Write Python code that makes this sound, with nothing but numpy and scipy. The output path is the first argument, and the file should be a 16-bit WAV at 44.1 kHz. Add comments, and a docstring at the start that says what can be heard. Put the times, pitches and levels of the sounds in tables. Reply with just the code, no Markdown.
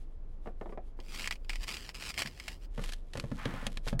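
"""Sweeping snow off a parked car.

On a quiet night, a step packs the snow with dull thuds. A wooden stick makes two wide, close sweeps:
grains rustle, powder hisses, single fractures crackle. Its tip then breaks the crust, knocks on the
snow-padded door and scrapes across the window. A deep drone, like an idling engine, lies underneath."""
import sys
import numpy as np
from scipy import signal
from scipy.fft import rfft, irfft
from scipy.io import wavfile
from scipy.ndimage import uniform_filter1d

SR = 44100
rng = np.random.default_rng(int(sys.argv[2]) if len(sys.argv) > 2 else 0)


def unload_wav(signal):
    """Save mono or channel-first audio to the path in sys.argv[1] as 16-bit WAV at rate SR, clipped to [-1, 1]."""
    wavfile.write(
        sys.argv[1],
        SR,
        np.round(np.clip(np.atleast_2d(signal).T, -1, 1) * 32767).astype(np.int16),
    )


N = 176400
T = np.arange(N) / SR

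# Vigour of the stick's motions. Each row: time in seconds, relative level in dB.
FIRST_SWEEP = [(.97,-85),(1.13,-49),(1.205,-43.5),(1.25,-46.5),(1.298,-66.5),(1.328,-48.5),(1.385,-87),(1.48,-82)]
RETURN_SWING = [(1.498,-52.5),(1.585,-66),(1.64,-45),(1.658,-65.5),(1.686,-41),(1.768,-47),(1.82,-54.5),(1.907,-56),(1.932,-83)]
SECOND_SWEEP = [(1.946,-50),(1.985,-51.5),(2.03,-48.5),(2.109,-43.5),(2.129,-63.5),(2.173,-49.5),(2.19,-31),(2.218,-39.5),(2.234,-48.5),(2.33,-66),(2.524,-52.5),(2.592,-78.5),(2.652,-60.5),(2.679,-100)]
POKING = [(2.70,-88),(2.76,-68.5),(2.85,-55.5),(2.895,-57.5),(3.04,-85.5),(3.18,-62),(3.28,-71.5),(3.40,-64.5),(3.73,-64),(3.82,-82),(3.885,-47.5),(3.96,-77)]
SCRAPE = [(3.35,-75),(3.39,-47),(3.52,-46.5),(3.665,-49),(3.71,-70)]
# Fractures in the sweeps. Each row: start in seconds, relative level in dB.
CRACKLES = [(1.002,-40),(1.195,-25.5),(1.243,-25.5),(1.259,-26),(1.2744,-18),(1.279,-39),(1.3097,-19),(1.3245,-25),
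            (1.356,-39.5),(1.447,-46.5),(1.4949,-21.5),(1.503,-26),(1.5327,-29.5),(1.5569,-26.5),(1.6317,-36),(1.6383,-31),
            (1.681,-26),(1.691,-28),(1.7126,-32),(1.7417,-27),(1.769,-28),(1.8482,-39.5),(1.8914,-28),(1.9515,-33.5),(2.0236,-28),
            (2.06,-41),(2.0983,-31),(2.141,-30),(2.1775,-21),(2.183,-24),(2.1924,-26),(2.199,-22),(2.2204,-16.5),
            (2.2597,-26),(2.2728,-26.5),(2.376,-40.5),(2.3993,-28),(2.481,-21.5)]
# Crust breaks. Each row: start in seconds, relative level in dB, treble corner in Hz.
CRUNCHES = [(2.8395,-29,9200),(2.8917,-30.5,7000),(2.922,-30,9100),(2.934,-29.5,9000),(3.135,-32.5,7000),(3.173,-29.5,8000),(3.1985,-25,6800),(3.4554,-23,2420),(3.6673,-20.5,8460),(3.772,-27,4980),(3.8754,-28,4500),(3.883,-25,3966),(3.994,-18,13760)]
# Blows on the door. Each row: start in seconds, relative level in dB, treble gain in dB.
KNOCKS = [(2.252, -38.5, 3), (2.778, -40, 14.5), (2.793, -41, 13), (3.154, -35, 11.5), (3.178, -36, 5),
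          (3.24, -25.5, -6), (3.316, -28.5, 1.5), (3.457, -27, 3), (3.539, -30, -1.5), (3.628, -35.5, -3),
          (3.667, -30, 0), (3.772, -38, -5), (3.868, -35.5, 5), (3.929, -20, -6.5)]
# Door resonances. Each row: frequency in Hz, relative level in dB, T60 in seconds.
DOOR_MODES = [(119.7,-4.5,0.16),(143,-1.5,0.1),(198,-2.5,0.065),(270,-5,0.074),(459,-13.5,0.1),(560,-4,0.05)]
# Snow giving way underfoot. Each row: start in seconds, relative level in dB.
STEP_THUDS = [(0.459, -36), (0.472, -31.5), (0.612, -29.5), (0.659, -36), (0.693, -38.5), (0.724, -35.5),
              (0.775, -34.5), (0.989, -41)]
# Packed snow resonances. Each row: frequency in Hz, gain in dB, bandwidth in Hz.
SNOW_MODES = [(353.6, 2, 61), (450, -5, 58), (753, -1.5, 40)]
# Shuffles before the first sweep. Each row: centre in seconds, level in dB.
SHUFFLES = [(0.014,-73.5),(.125,-83.5),(0.326,-81.5),(.465,-73.5),(.625,-76),(0.709,-74),(.875,-76.5)]
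# Course of the drone. Each row: time in seconds, relative level in dB, frequency in Hz.
DRONE = [(0,-39,23.27),(1.381,-39.5,23.38),(1.59,-31.5,29.8),(1.68,-48.5,29.06),(2.35,-51,32),(2.72,-38,32.95),(2.88,-34,26.74),(3.15,-45,24.1),(3.95,-32,25.94)]
# Spectral shapes. Each row: frequency in Hz, relative density in dB.
RUSTLE_SPECTRUM = [(200, -15), (300, -15.5), (656, -8), (1150, -7), (2100, -2.5), (2980, -0.5), (3700, -8),
                   (4900, -1), (6300, -12), (7440, -8.5), (16000, -23)]
SWISH_SPECTRUM = [(120,2.5),(400,-2),(1200,-25.5)]
CRUNCH_SPECTRUM = [(350, -10), (600, -13.5), (1550, -7.5), (3300, -5), (6030, -12), (11000, -13.5),
                   (16000, -30)]
KNOCK_SPECTRUM = [(80,-24.5),(135,10),(300,2),(900,-8),(1500,-9.5),(14000,-47)]
SCRAPE_SPECTRUM = [(150,-0.5),(400,-18),(900,-0.5),(1450,-0.5),(3000,-11.5),(6000,-29),(13000,-36)]
STEP_SPECTRUM = [(130,-8.5),(330,-2.5),(560,-3),(800,-10),(2200,-23),(9000,-62)]
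NIGHT_SPECTRUM = [(45,-8),(125,-29),(430,-35.5),(1800,-56),(15000,-82.5)]

PADDING_HZ = 243  # treble corner of a padded contact


def sweeps(crackle_gain_db=11, octaves_per_db=0.04, swish_gain_db=-32):
    """Rustle and a soft swish follow the swing; single crackles stand out, weak ones straying higher."""
    vigour = envelope(FIRST_SWEEP + RETURN_SWING + SECOND_SWEEP)
    loudest_db = max(db for _, db in CRACKLES)
    crackles = np.zeros(N)
    for start_s, db in CRACKLES:
        hz = 1990 * 2 ** (octaves_per_db * (loudest_db - db) * rng.random())
        snap = crack(hz, scatter_s=0.0057, snap_gain=0.8, resonance_db=5, q=4.9)
        add(crackles, start_s, from_db(db + crackle_gain_db) * snap)
    snow = door_reflection(rustle(vigour, grain_db=0.5)) + low_pass(crackles, 7000)
    swish = np.sqrt(vigour) * grains(per_s=500, spread_db=0.7)
    return colour(snow, RUSTLE_SPECTRUM) + from_db(swish_gain_db) * colour(swish, SWISH_SPECTRUM)


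def rustle(vigour, grain_db, powder_db=-17):
    """Dense snow grains come in fits; the smooth hiss of powder outlasts them."""
    fits = from_db(grain_db + 2 * drift(corner_hz=30))
    powder = from_db(powder_db) * vigour ** 0.83 * rng.standard_normal(N)
    snow_grains = vigour * fits * grains(per_s=3600, spread_db=6)
    return low_pass(snow_grains, 8500) + powder


def door_reflection(x, gain=0.45):
    """Adds a near reflection off the door; its delay wanders as the arm moves."""
    delay_s = 0.000705 * np.exp(0.24 * drift(corner_hz=1.89))
    return x + gain * np.interp(T - delay_s, T, x)


def pokes(gain_db=9.5):
    """The tip breaks the crust over a light rustle; deeper snow gives a duller crunch."""
    crunches = np.zeros(N)
    for start_s, db, top_hz in CRUNCHES:
        hz = 2260 * 2 ** rng.uniform(-0.79, 0.43)
        snap = crack(hz, scatter_s=0.0042, snap_gain=0.56, resonance_db=-16, q=2)
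        muffled = low_pass(low_pass(snap, top_hz), top_hz)
        add(crunches, start_s, from_db(db + gain_db) * unit_energy(muffled))
    return colour(crunches + rustle(envelope(POKING), grain_db=4), CRUNCH_SPECTRUM)


def knocks(thud_gain_db=15.5, door_gain_db=-7.5):
    """Padded blows thud and ring the door's low modes; soft ones favour the lowest."""
    hits = thuds(KNOCKS, scatter_s=0.0049, onset=0.37)
    hits = hits + tail(hits, gain_db=-12.5, t60_s=0.33, top_hz=666)
    out = from_db(thud_gain_db) * colour(hits, KNOCK_SPECTRUM)
    for hz, mode_db, t60_s in DOOR_MODES:
        treble_share = hz / (hz + 2 * PADDING_HZ)
        blows = np.zeros(N)
        for start_s, db, treble_db in KNOCKS:
            blow_db = db + mode_db + door_gain_db + treble_db * treble_share + rng.normal(0, 1)
            add(blows, start_s, from_db([blow_db]))
        out += ring(blows, hz, t60_s)
    return out


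def scrape():
    """Fine grains as the tip pushes snow along the glass."""
    return colour(envelope(SCRAPE) * grains(per_s=5000, spread_db=3), SCRAPE_SPECTRUM)


def step(gain_db=17.5):
    """A foot packs the snow in muffled jerks that ring briefly and leave a dull tail."""
    jerks = thuds(STEP_THUDS, scatter_s=0.0064, onset=0.27)
    ringing = sum(from_db(db) * band_pass(jerks, hz, q=hz / width_hz) for hz, db, width_hz in SNOW_MODES)
    packed = jerks + ringing
    packed += tail(packed, gain_db=-11.5, t60_s=0.12, top_hz=746)
    return from_db(gain_db) * colour(packed, STEP_SPECTRUM)


def shuffles(width_s=0.04):
    """Faint swishes of loose snow swell and fade."""
    swell = sum(from_db(db) * np.exp(-((T - centre_s) / width_s) ** 2) for centre_s, db in SHUFFLES)
    return colour(swell * rng.standard_normal(N), CRUNCH_SPECTRUM)


def drone(gain_db=-2, waver_db=1.4):
    """A deep sine glides in pitch and wavers in level."""
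    times_s, db, hz = np.transpose(DRONE)
    phase = 2 * np.pi * np.cumsum(np.interp(T, times_s, hz)) / SR
    rms = from_db(np.interp(T, times_s, db) + gain_db + waver_db * drift(corner_hz=19))
    return np.sqrt(2) * rms * np.sin(phase)


def night(level_db=-50.5):
    """Faint, steady hush, mostly bass."""
    return from_db(level_db) * colour(rng.standard_normal(N), NIGHT_SPECTRUM)


def crack(hz, scatter_s, snap_gain, resonance_db, q):
    """Brittle fracture: a loose spray and a tight snap, ringing briefly; unit energy."""
    spray = burst(scatter_s, onset=0, per_s=7000)
    snap = burst(scatter_s=0.001, onset=0.6, per_s=12000)
    fracture = spray + snap_gain * snap
    return unit_energy(fracture + from_db(resonance_db) * band_pass(fracture, hz, q))


def thuds(rows, scatter_s, onset):
    """Impacts, each with an optional treble gain."""
    out = np.zeros(N)
    for start_s, db, *treble_db in rows:
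        hit = from_db(db) * burst(scatter_s, onset, per_s=4000)
        bass = low_pass(hit, PADDING_HZ)
        add(out, start_s, bass + from_db(sum(treble_db)) * (hit - bass))
    return out


def burst(scatter_s, onset, per_s, size=4096):
    """An onset click and a dying spray of grains; unit energy."""
    spray = unit_energy(grains(per_s, spread_db=1.7, size=size) * np.exp(-T[:size] / scatter_s))
    spray[0] = onset
    return unit_energy(spray)


def grains(per_s, spread_db, size=N):
    """Random micro-fractures of uneven size, evened to unit rms."""
    clicks = (rng.random(size) < per_s / SR) * rng.choice([-1, 1], size)
    clicks = clicks * from_db(spread_db * np.minimum(rng.exponential(1, size), 4))
    local_power = uniform_filter1d(clicks ** 2, 700)
    return clicks / np.sqrt(np.maximum(local_power, 1e-4))


def tail(x, gain_db, t60_s, top_hz, size=16384):
    """Diffuse decay of x: convolution with dull, dying noise."""
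    response = low_pass(rng.standard_normal(size), top_hz) * np.exp(-np.log(1000) * T[:size] / t60_s)
    return from_db(gain_db) * signal.fftconvolve(x, unit_energy(response))[:N]


def colour(x, spectrum, size=8192):
    """Unit-energy filter of the given shape, falling away below its first point."""
    hz, db = np.transpose(spectrum)
    bins_hz = np.maximum(np.fft.rfftfreq(size, 1 / SR), 1)
    gain = from_db(np.interp(np.log(bins_hz), np.log(hz), db))
    gain *= np.minimum(bins_hz / hz[0], 1) ** 2
    cepstrum = irfft(np.log(gain))
    cepstrum[1:size // 2] *= 2  # fold to minimum phase
    cepstrum[size // 2 + 1:] = 0
    response = irfft(np.exp(rfft(cepstrum)))
    return signal.fftconvolve(x, unit_energy(response))[:N]


def ring(x, hz, t60_s):
    """Damped mode: a unit click starts a unit sine."""
    radius, angle = 10 ** (-3 / (t60_s * SR)), 2 * np.pi * hz / SR
    return signal.lfilter([0, np.sin(angle)], [1, -2 * radius * np.cos(angle), radius ** 2], x + 1e-18)


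def band_pass(x, hz, q):
    """Resonance with unit peak gain."""
    return signal.lfilter(*signal.iirpeak(hz, q, SR), x)


def low_pass(x, hz):
    """One-pole low-pass."""
    pole = np.exp(-2 * np.pi * hz / SR)
    return signal.lfilter([1 - pole], [1, -pole], x)


def drift(corner_hz):
    """Slow noise with unit deviation."""
    slow = low_pass(low_pass(rng.standard_normal(N), corner_hz), corner_hz)
    return slow / slow.std()


def envelope(rows):
    """Gain through (seconds, dB) points, silent outside them."""
    return from_db(np.interp(T, *np.transpose(rows), left=-120, right=-120))


def from_db(db):
    """Decibels to gain."""
    return 10 ** (np.asarray(db) / 20)


def unit_energy(x):
    """Scales x to energy one."""
    return x / np.sqrt(np.sum(x ** 2) + 1e-20)


def add(out, start_s, x):
    """Mixes x into out."""
    i = int(np.clip(start_s * SR, 0, N - 1))
    out[i:i + len(x)] += x[:N - i]


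def scene():
    """Mono mix, nearly dry in the snowy air; brief scatter off the car and the ground."""
    near = step() + shuffles() + sweeps() + pokes() + knocks() + scrape()
    scatter = tail(near, gain_db=-17, t60_s=0.052, top_hz=4050)
    return (near + scatter + drone() + night())[None]


def record(dry, cutoff_hz=16000):
    """Steep treble cut."""
    return signal.sosfilt(signal.ellip(12, .1, 80, cutoff_hz, fs=SR, output="sos"), dry)


dry = scene()
out = record(dry)
unload_wav(out)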